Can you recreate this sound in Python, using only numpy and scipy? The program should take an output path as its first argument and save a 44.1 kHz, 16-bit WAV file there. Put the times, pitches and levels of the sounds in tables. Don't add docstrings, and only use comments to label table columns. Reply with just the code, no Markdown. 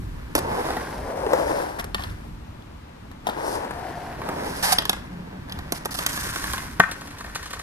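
import sys
import numpy as np
from scipy import signal
from scipy.fft import rfft, irfft, next_fast_len
from scipy.io import wavfile
from scipy.ndimage import map_coordinates

SR = 44100
rng = np.random.default_rng(int(sys.argv[2]) if len(sys.argv) > 2 else 0)


def generate_wav(sig):
    pcm = np.round(np.clip(np.atleast_2d(sig).T, -1, 1) * 32767).astype(np.int16)
    wavfile.write(sys.argv[1], SR, pcm)


N = 336302

# frequency in Hz, relative density in dB.
BREEZE_SPECTRUM = [(15, -13), (30, -4.5), (52, 1.5), (80, -1), (130, -9), (250, -17), (600, -50)]
DRONE_SPECTRUM = [(70, -13.5), (120, -3.5), (155, -1.5), (183, -4.5), (215, -4.5), (290, -5), (450, -22.5),
                  (1000, -46.5)]
TRAFFIC_SPECTRUM = [(150, -4), (300, 8.5), (450, -12), (620, -24), (850, 0.5), (1150, 6), (1500, 2.5),
                    (2000, 0.5), (3900, -5), (5000, -9), (7000, -14.5), (14000, -21)]
ROAR_SPECTRUM = [(90, -12.5), (180, -13.5), (320, 2), (520, 1.5), (700, 0), (920, 2.5), (1250, -9),
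                 (1700, -12), (2600, -22.5), (4000, -30), (8000, -77)]
RATTLE_SPECTRUM = [(300, -43), (700, -15), (1000, 8), (1250, 2.5), (1550, 8), (1850, 5), (2200, 1),
                   (3000, -5.5), (4500, -7.5), (8000, -20)]
GRIT_SPECTRUM = [(1500, -66), (2800, -1), (4000, 1.5), (5300, 6), (7000, -1), (9000, 2.5), (11000, 2.5),
                 (14000, -6.5)]
BEARING_SPECTRUM = [(1500, -4), (2600, 3), (3300, 3.5), (4100, 5), (5000, 2), (5900, 2.5), (7000, 4),
                    (8000, -1), (9000, 3.5), (10200, -5), (11700, -4), (14000, -15)]
SCRAPE_SPECTRUM = [(1500, -32), (2700, -2), (4200, 1), (6000, 4), (7700, 0), (9300, 4.5), (10500, -1),
                   (12500, 2), (14000, -10)]
CLINK_SPECTRUM = [(1200, -37), (2500, 5), (3500, 14), (4400, 5.5), (5400, 4.5), (7000, -43), (14000, -5.5)]
CRACK_SPECTRUM = [(3500, -1.5), (6500, 1.5), (8500, -2), (11500, 3), (14000, -8.5)]
THUD_SPECTRUM = [(60, -45), (180, 4.5), (300, 4), (520, -1), (850, 6), (1300, -4), (3000, -24)]
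CLACK_SPECTRUM = [(200, -7), (520, 4), (900, 2), (1300, 4), (1900, 2), (2700, -7.5), (4200, -11),
                  (9000, -29)]
JUDDER_SPECTRUM = [(200, -40), (500, -5.5), (830, 8.5), (1200, 1.5), (1850, 4), (3000, -8), (6000, -21)]
TAIL_SPECTRUM = [(300, -18), (1000, 0), (1500, 0.5), (2600, 0), (3500, -5), (5000, -2.5), (10000, 2.5)]
# time in seconds, level in dB.
BREEZE_DB = [(0, -32), (.6, -41), (1.5, -44), (2.12, -36), (2.4, -42), (3.15, -47), (4.85, -41.5),
             (5.9, -44), (6.3, -37), (7.0, -46.5), (7.63, -42.5)]
DRONE_DB = [(0, -37.5), (.25, -49), (.42, -35.5), (.7, -41.5), (1.35, -42.5), (2.1, -46), (2.9, -49.5),
            (3.65, -45.5), (4.45, -37.5), (4.7, -44.5), (6.45, -41), (6.7, -42), (7.63, -53)]
SPIN_DB = [(6.8, -73), (6.92, -63), (7.05, -72), (7.3, -64), (7.45, -48), (7.63, -52)]
# frequency in Hz, t60 in seconds.
TAIL_T60_S = [(200, 0.1), (1500, 0.42), (5000, 0.36), (14000, 0.093)]
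# start and end in seconds, place reached (0 first coping, 1 far coping).
BOARD_CROSSINGS = [(0.313, 1.747, 0.98), (3.164, 4.677, 0.036), (5.922, 6.72, 0.22)]
# place, treble left minus right in dB.
SHADE_DB = [(0, -46), (.05, -17), (.11, -6.5), (.3, -10.5), (.65, 0), (.93, 0), (1, -34)]
# frequency in Hz, left minus right in dB.
PORT_TILT_DB = [(250, -0.5), (700, 2.3), (1100, 2.5), (1650, 4.5), (2400, 1.5), (4500, 1), (7500, 4.5),
                (13000, -1)]
# frequency in Hz, coherence.
WHEEL_COHERENCE = [(400, 1), (1000, 0.74), (2000, 0.8), (5000, 0.41), (8000, 0.17), (12000, 0.05)]
# start and end in seconds, centre and resonator width in Hz, level in dB.
HUMS = [(.97, 1.708, 542, 189, -32.5), (3.66, 4.206, 718, 130, -38), (4.3, 5.894, 181, 35.2, -43.5)]
# time in seconds, pitch in Hz,
# level in dB, t60 in seconds, # left minus right in dB.
HOLLOW_BOOMS = [(1.265, 417, -11.5, 0.032, 1.5), (1.332, 511, -10.5, 0.087, 0.5), (1.399, 558, -18, .09, 1),
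                (4.724, 741, -11, 0.064, -3)]
# start and end in seconds, level in dB, fade in dB per second.
EDGE_SCRAPES = [(5.957, 6.053, -34.5, -2), (6.083, 6.325, -32.5, 13), (6.319, 6.553, -35.5, 13),
                (6.529, 6.794, -37, 75)]
# start and end in seconds, hiss and judder gains in dB.
WHEEL_SKIDS = [(0.355, 0.393, -40, -41), (1.784, 1.817, -46, -33.5), (4.624, 4.663, -30, -28),
               (4.628, 4.745, -31, -27), (4.719, 4.738, -20.5, -23.5), (5.744, 5.787, -44.5, -42.5),
               (5.906, 5.938, -39.5, -39), (5.939, 5.961, -35.5, -33.5)]
# start and end in seconds, roar, rattle and grit gains in dB.
ROLL_SPANS = [(0, 0.37, -54, -56.5, -72.5), (0.348, 1.695, -37, -54.5, -61),
              (1.945, 2.04, -48.5, -45.5, -56), (2.098, 3.255, -54.5, -81, -90),
              (3.238, 3.336, -44.5, -45.5, -62), (3.347, 4.788, -42, -46.5, -60.5),
              (4.85, 4.927, -50, -50, -57), (4.937, 5.496, -48.5, -53.5, -97),
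              (5.464, 5.918, -47.5, -50.5, -64), (5.962, 6.56, -45, -38, -51.5),
              (6.59, 7.63, -50.5, -48.5, -59)]
# time and half width in seconds, roar rise in dB.
RAMP_LOADS = [(.56, 0.18, 8.5), (1.46, 0.19, 8.5), (3.545, 0.13, 13), (4.41, 0.14, 11.5)]
# time and half width in seconds, grit and rattle rises in dB.
TURN_DRIFTS = [(.69, 0.22, 12.5, 15.5), (1.53, 0.21, 13.5, 12.5), (3.52, 0.068, 17, 0),
               (4.56, 0.16, 16.5, 6)]
# frequency in Hz, level in dB, t60 in seconds before extra damping.
DECK_MODES = [(187, -10.5, 0.091), (291, -16, 0.045), (514, -8, 0.034), (703, -5, 0.042), (984, -11, 0.02),
              (1161, 2, 0.031), (1284, 2.5, 0.019), (1533, -1.5, 0.041), (1822, 2.5, 0.038),
              (2090, -9, 0.034), (2450, -5, 0.02), (2790, -9, 0.013), (3380, -11.5, 0.016),
              (4100, -13, 0.016)]
# time in seconds, speed in m/s, front and rear wheel gains in dB.
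JOINT_HITS = [(0.7051, 5.8, -19.5, -21), (1.2645, 5.27, -23, -18), (3.647, 5.9, -28, -25.5),
              (4.218, 5.1, -26, -21.5)]
# time in
# seconds, gain, hardness and knock in dB.
WHEEL_LANDINGS = [(0.3521, -16.5, 2.5, 4), (0.3614, -25.5, 1, 4), (0.38, -26, -3, 6.5),
                  (0.3891, -27.5, 3.5, -10), (1.796, -21, -11, -6.5), (1.8422, -35.5, 0.5, 6),
                  (3.2691, -18, -15, -0.5), (3.277, -24, -11, -4), (3.288, -29, -16, 8),
                  (3.296, -22.5, -17, -9), (5.722, -23.5, 6, 1.5), (5.85, -32, -1, -10),
                  (5.8567, -22, 0, 2)]
COPING_STRIKES = [(1.9457, -19.5, -1.5, 7.5), (1.994, -37.5, -3, 19.5), (2.006, -38, -3, 5),
                  (2.023, -38, -3, 5), (2.037, -25.5, -12, 4), (2.098, -42, -18, -2),
                  (2.6216, -48, -10, -2), (3.114, -50, 5, 21.5), (4.785, -11, -8.5, 3.5),
                  (4.821, -29, -2, 11), (4.8534, -23, 2, 9), (4.895, -11, 0.5, 4), (4.9303, -28, 1, 14.5),
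                  (5.4968, -35, -6, 1), (5.5229, -25, -6, -3), (5.589, -32.5, -3, 12),
                  (5.9882, -25.5, 7, 13), (6.0635, -20.5, 9, -7), (6.065, -23.5, 8, -19)]
# time in seconds, gain in dB.
BOARD_SKIPS = [(6.175, -21.5), (6.291, -28), (6.359, -22), (6.4402, -22.5), (6.465, -38), (6.535, -20),
               (6.549, -40), (6.58, -25.5)]
# time in seconds, gain in dB, relative tick gain in dB.
TUMBLE_HITS = [(6.797, -3.5, -29), (6.799, -11, -30), (6.8316, -23, -21), (6.889, -26.5, -21),
               (6.9131, -24.5, -8.5), (7.0104, -40.5, -3), (7.0142, -29.5, -38), (7.0724, -38, -5),
               (7.1066, -34, -11), (7.124, -40, -18), (7.184, -40, -3.5), (7.2059, -29, -14.5),
               (7.2425, -31, -14), (7.261, -32, -18), (7.295, -36, -13), (7.348, -35.5, -3.5),
               (7.3546, -23, -8.5), (7.39, -42, -14), (7.428, -33, -7), (7.457, -30.5, -9.5),
               (7.506, -32, -8.5), (7.531, -25.5, -11), (7.567, -39, -14), (7.5936, -30, -9.5)]
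JOINT_MIX_DB, LANDING_MIX_DB = (-9, -36, 4.5, -2.5), (-2, 9.5, 4, -6)
STRIKE_MIX_DB, SKIP_MIX_DB = (6.5, 5.5, -10, -9.5), (0.5, 3, -28, 3)


def amp(db):
    return 10 ** (np.asarray(db) / 20)


def unit(x):
    return x / np.sqrt(np.mean(x ** 2) + 1e-20)


def along(points, hz):
    knots_hz, values = np.transpose(points)
    return np.interp(np.log(hz + 1), np.log(knots_hz + 1), values)


def curve(points):
    return np.interp(np.arange(N) / SR, *np.transpose(points))


def wobble(knots_per_s):
    knots = rng.standard_normal(int(N * knots_per_s / SR) + 4)
    return map_coordinates(knots, [np.arange(N) * knots_per_s / SR])


def filtered(x, response):
    n = x.shape[-1]
    size = next_fast_len(n + 4096)
    return irfft(rfft(x, size) * response(np.fft.rfftfreq(size, 1 / SR)), size)[..., :n]


def coloured(x, spectrum):
    return unit(filtered(x, lambda hz: amp(along(spectrum, hz))))


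def resonance(hz, centre_hz, width_hz):
    return 1j * hz * width_hz / (centre_hz ** 2 - hz ** 2 + 1j * hz * width_hz)


def add(track, start_s, sound):
    part = track[round(start_s * SR):][:len(sound)]
    part += sound[:len(part)]


def diffuse(pair, apart_hz=2600):
    mid, side = filtered(pair, lambda hz: np.sqrt((1 + np.sinc(hz / apart_hz) * [[1], [-1]]) / 2))
    return np.array([mid + side, mid - side])


def air():
    def wash(spectrum, apart_hz):
        return coloured(diffuse(rng.standard_normal((2, N)), apart_hz), spectrum)
    breeze = amp(curve(BREEZE_DB) + 2.5 * wobble(14)) * wash(BREEZE_SPECTRUM, apart_hz=630)
    drone = amp(curve(DRONE_DB) + 0.72 * wobble(11)) * wash(DRONE_SPECTRUM, apart_hz=1990)
    return breeze + drone + amp(-52.5) * wash(TRAFFIC_SPECTRUM, apart_hz=2620)


def tail(x, rise_s=0.013):
    hz, t, noise = signal.stft(rng.standard_normal((2, SR // 4)), SR, nperseg=256)
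    decay = amp(-60 * t / along(TAIL_T60_S, hz)[:, None]) * amp(along(TAIL_SPECTRUM, hz))[:, None]
    build_up = 1 - np.exp(-t / rise_s)
    impulse = diffuse(signal.istft(noise * decay * build_up, SR, nperseg=256)[1])
    return signal.fftconvolve(x[None], impulse / np.linalg.norm(impulse[0]), axes=1)[:, :len(x)]


def shifting_tail(x):
    out, window = np.zeros((2, N + SR)), signal.windows.hann(SR // 2, sym=False)
    hop = SR // 4
    padded = np.pad(x, (hop, SR))
    for i in range(0, N + hop, hop):
        wet = tail(np.pad(padded[i:i + len(window)] * window, (0, hop)))
        out[:, i:i + wet.shape[1]] += wet[:, :N + SR - i]
    return out[:, hop:hop + N]


def ramp_echo(x, delay_s, echo_db, tail_db):
    echo = filtered(x, lambda hz: resonance(hz, 1590, 1600) ** 2 * np.exp(-2j * np.pi * hz * delay_s))
    return amp(echo_db) * echo * amp([[2.5], [-2.5]]) + amp(tail_db) * shifting_tail(x)


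def board_place():
    t, place, before = np.arange(N) / SR, np.zeros(N), 0
    for start_s, end_s, reached in BOARD_CROSSINGS:
        progress = np.clip((t - start_s) / (end_s - start_s), 0, 1)
        place += (reached - before) * (1 - np.cos(np.pi * progress)) / 2
        before = reached
    return place


def ports(pair, shade_hz, near_lead_us=-172, far_lead_us=231):
    place = board_place()
    left_lead_us = near_lead_us + (far_lead_us - near_lead_us) * place
    shift_samples = left_lead_us * SR / 2e6
    shade_db = np.interp(place, *np.transpose(SHADE_DB))
    treble = filtered(pair, lambda hz: hz ** 6 / (hz ** 6 + shade_hz ** 6))
    gains = amp([shade_db / 2, -shade_db / 2])
    left, right = pair + (gains / np.sqrt(np.mean(gains ** 2, axis=0)) - 1) * treble
    return np.array([map_coordinates(left, [np.arange(N) + shift_samples]),
                     map_coordinates(right, [np.arange(N) - shift_samples])])


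def spread(draws):
    def weights(hz):
        angle = np.arccos(np.clip(along(WHEEL_COHERENCE, hz), 0, 1)) / 2
        return np.array([np.cos(angle), np.sin(angle)])
    mid, side = filtered(draws, weights)
    return np.array([mid + side, mid - side])


def whine():
    out = np.zeros(N)
    for start_s, end_s, centre_hz, width_hz, db in HUMS:
        swell = signal.windows.tukey(round((end_s - start_s) * SR), .5)
        noise = rng.standard_normal(len(swell))
        tone = filtered(noise, lambda hz: resonance(hz, centre_hz, width_hz) ** 2)
        add(out, start_s, amp(db) * swell * unit(tone))
    return out


def booms():
    out, t = np.zeros((2, N)), np.arange(SR // 4) / SR
    for start_s, hz, db, t60_s, pan_db in HOLLOW_BOOMS:
        ring = amp(db - 60 * t / t60_s) * (1 - np.exp(-t / 0.0012)) * np.sin(2 * np.pi * hz * t)
        add(out[0], start_s, amp(pan_db / 2) * ring)
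        add(out[1], start_s, amp(-pan_db / 2) * ring)
    return out


def rough_noise(spectrum, grains_per_s, fine_gain):
    grains = (rng.random((2, N)) < grains_per_s / SR) * rng.standard_normal((2, N))
    return coloured(unit(grains) + fine_gain * rng.standard_normal((2, N)), spectrum)


def bearing_whirr(spin_hz=31.5):
    t = np.arange(N) / SR
    gain = (t > SPIN_DB[0][0]) * amp(curve(SPIN_DB))
    pulse = 1 + 0.45 * np.sin(2 * np.pi * spin_hz * t + wobble(8))
    return gain * pulse * rough_noise(BEARING_SPECTRUM, grains_per_s=1800, fine_gain=0.62)


def scrapes(catch_db=2.3):
    t, gain = np.arange(N) / SR, np.zeros(N)
    for start_s, end_s, db, fade_db_per_s in EDGE_SCRAPES:
        contact = np.clip(np.minimum(t - start_s, end_s - t) / 0.016, 0, 1)
        gain += contact * amp(db - fade_db_per_s * np.clip(t - start_s, 0, end_s - start_s))
    catching = amp(catch_db * wobble(110))
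    return gain * catching * rough_noise(SCRAPE_SPECTRUM, grains_per_s=1300, fine_gain=0.96)


def skids():
    out = np.zeros(N)
    for start_s, end_s, hiss_db, judder_db in WHEEL_SKIDS:
        slip = signal.windows.tukey(round((end_s - start_s) * SR), 0.0097 / (end_s - start_s))
        fine, coarse = rng.standard_normal((2, len(slip)))
        hiss = amp(hiss_db + 6) * coloured(fine, GRIT_SPECTRUM)
        judder = amp(judder_db) * coloured(coarse, JUDDER_SPECTRUM)
        add(out, start_s, slip * (hiss + judder))
    return out


def wheel_gains(attack_s=0.033, release_s=0.12):
    t, power = np.arange(N) / SR, np.zeros((3, N))
    swell = lambda s, width_s: np.exp(-.5 * ((t - s) / width_s) ** 2)
    for start_s, end_s, *levels_db in ROLL_SPANS:
        held = np.clip((t - start_s) / attack_s, 0, 1) * np.exp(-np.maximum(t - end_s, 0) / release_s)
        power += (amp(levels_db)[:, None] * held) ** 2
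    load_db = sum(db * swell(s, width_s) for s, width_s, db in RAMP_LOADS)
    grit_db = sum(db * swell(s, width_s) for s, width_s, db, _ in TURN_DRIFTS)
    rattle_db = sum(db * swell(s, width_s) for s, width_s, _, db in TURN_DRIFTS) + 0.031 * load_db
    return np.sqrt(power) * amp([load_db, rattle_db, grit_db])


def rolling():
    roar_gain, rattle_gain, grit_gain = wheel_gains()
    surface = wobble(35)
    roar_gain *= amp(1.96 * surface)
    roar = roar_gain * rough_noise(ROAR_SPECTRUM, grains_per_s=650, fine_gain=1.19)
    rattle_gain *= amp(2 + 0.32 * surface)
    rattle = rattle_gain * rough_noise(RATTLE_SPECTRUM, grains_per_s=430, fine_gain=1)
    grit_gain *= amp(6 + 1.7 * surface + 0.45 * wobble(96))
    grit = grit_gain * rough_noise(GRIT_SPECTRUM, grains_per_s=1900, fine_gain=1.06)
    return roar + rattle + grit


def burst(t, spectrum, t60_s):
    x = coloured(rng.standard_normal(len(t)), spectrum) * amp(-60 * t / t60_s)
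    return x / np.abs(x).max()


def deck_ring(t, damping, scatter_db, detune):
    hz, db, t60_s = np.transpose(DECK_MODES)[:, :, None]
    size, shift, phase = rng.standard_normal((3, len(DECK_MODES), 1))
    cycles = hz * (1 + detune * shift) * t + phase
    envelopes = amp(db + scatter_db * size - 60 * t * damping / t60_s)
    ring = np.sum(envelopes * np.sin(2 * np.pi * cycles), axis=0) * (1 - np.exp(-t / 0.00078))
    return ring / np.abs(ring).max()


def blow(mix_db, hardness_db=0, knock_db=0):
    clink_db, crack_db, thud_db, wood_db = mix_db
    t = np.arange(SR // 5) / SR
    clink = amp(clink_db) * burst(t, CLINK_SPECTRUM, t60_s=0.026)
    crack = amp(crack_db + hardness_db) * burst(t, CRACK_SPECTRUM, t60_s=0.027)
    thud = amp(thud_db) * burst(t, THUD_SPECTRUM, t60_s=0.049)
    wood = amp(wood_db) * deck_ring(t, damping=0.67, scatter_db=1.5, detune=0.097)
    return clink + crack + amp(knock_db) * (thud + wood)


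def blows(wheelbase_m=0.36):
    out = np.zeros(N)
    for start_s, speed_m_per_s, front_db, rear_db in JOINT_HITS:
        add(out, start_s, amp(front_db) * blow(JOINT_MIX_DB))
        add(out, start_s + wheelbase_m / speed_m_per_s, amp(rear_db) * blow(JOINT_MIX_DB))
    for hits, mix_db in (WHEEL_LANDINGS, LANDING_MIX_DB), (COPING_STRIKES, STRIKE_MIX_DB):
        for start_s, db, hardness_db, knock_db in hits:
            add(out, start_s, amp(db) * blow(mix_db, hardness_db, knock_db))
    for start_s, db in BOARD_SKIPS:
        add(out, start_s, amp(db) * blow(SKIP_MIX_DB))
    return out


def tumble(pan_db=2.4):
    out, t = np.zeros(N), np.arange(SR // 5) / SR
    for start_s, db, tick_db in TUMBLE_HITS:
        thud = amp(-2 + 1.45 * db) * burst(t, THUD_SPECTRUM, t60_s=0.045)
        clink = amp(-4) * burst(t, CLINK_SPECTRUM, t60_s=0.048)
        jingle = amp(12.5) * burst(t, BEARING_SPECTRUM, t60_s=0.093)
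        ring = amp(2.5) * deck_ring(t, damping=1, scatter_db=1, detune=0.0094)
        clack = amp(-1.5) * burst(t, CLACK_SPECTRUM, t60_s=0.021)
        add(out, start_s, thud + amp(db + tick_db) * (clink + jingle))
        add(out, start_s + 0.00351, amp(db) * (ring + clack))
    return out * amp([[pan_db / 2], [-pan_db / 2]])


def scene():
    wheels = rolling() + np.array([skids(), skids()]) + scrapes() + bearing_whirr()
    body = whine() + booms() + blows() + tumble()
    direct = ports(spread(wheels) + body, shade_hz=5800)
    echoes = ramp_echo(wheels[0] + body.mean(axis=0), delay_s=.036, echo_db=-12, tail_db=-15)
    return direct + echoes + air()


def record(dry):
    mid, side = (dry[0] + dry[1]) / 2, (dry[0] - dry[1]) / 2
    side = filtered(side, lambda hz: 1 + 2.8 * resonance(hz, centre_hz=440, width_hz=380))
    wide = np.array([mid + side, mid - side])
    tilted = filtered(wide, lambda hz: amp(along(PORT_TILT_DB, hz) * [[.5], [-.5]]))
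    return filtered(np.clip(tilted, -1, 1), lambda hz: 1 / (1 + (hz / 14500) ** 160))


dry = scene()
out = record(dry)
generate_wav(out)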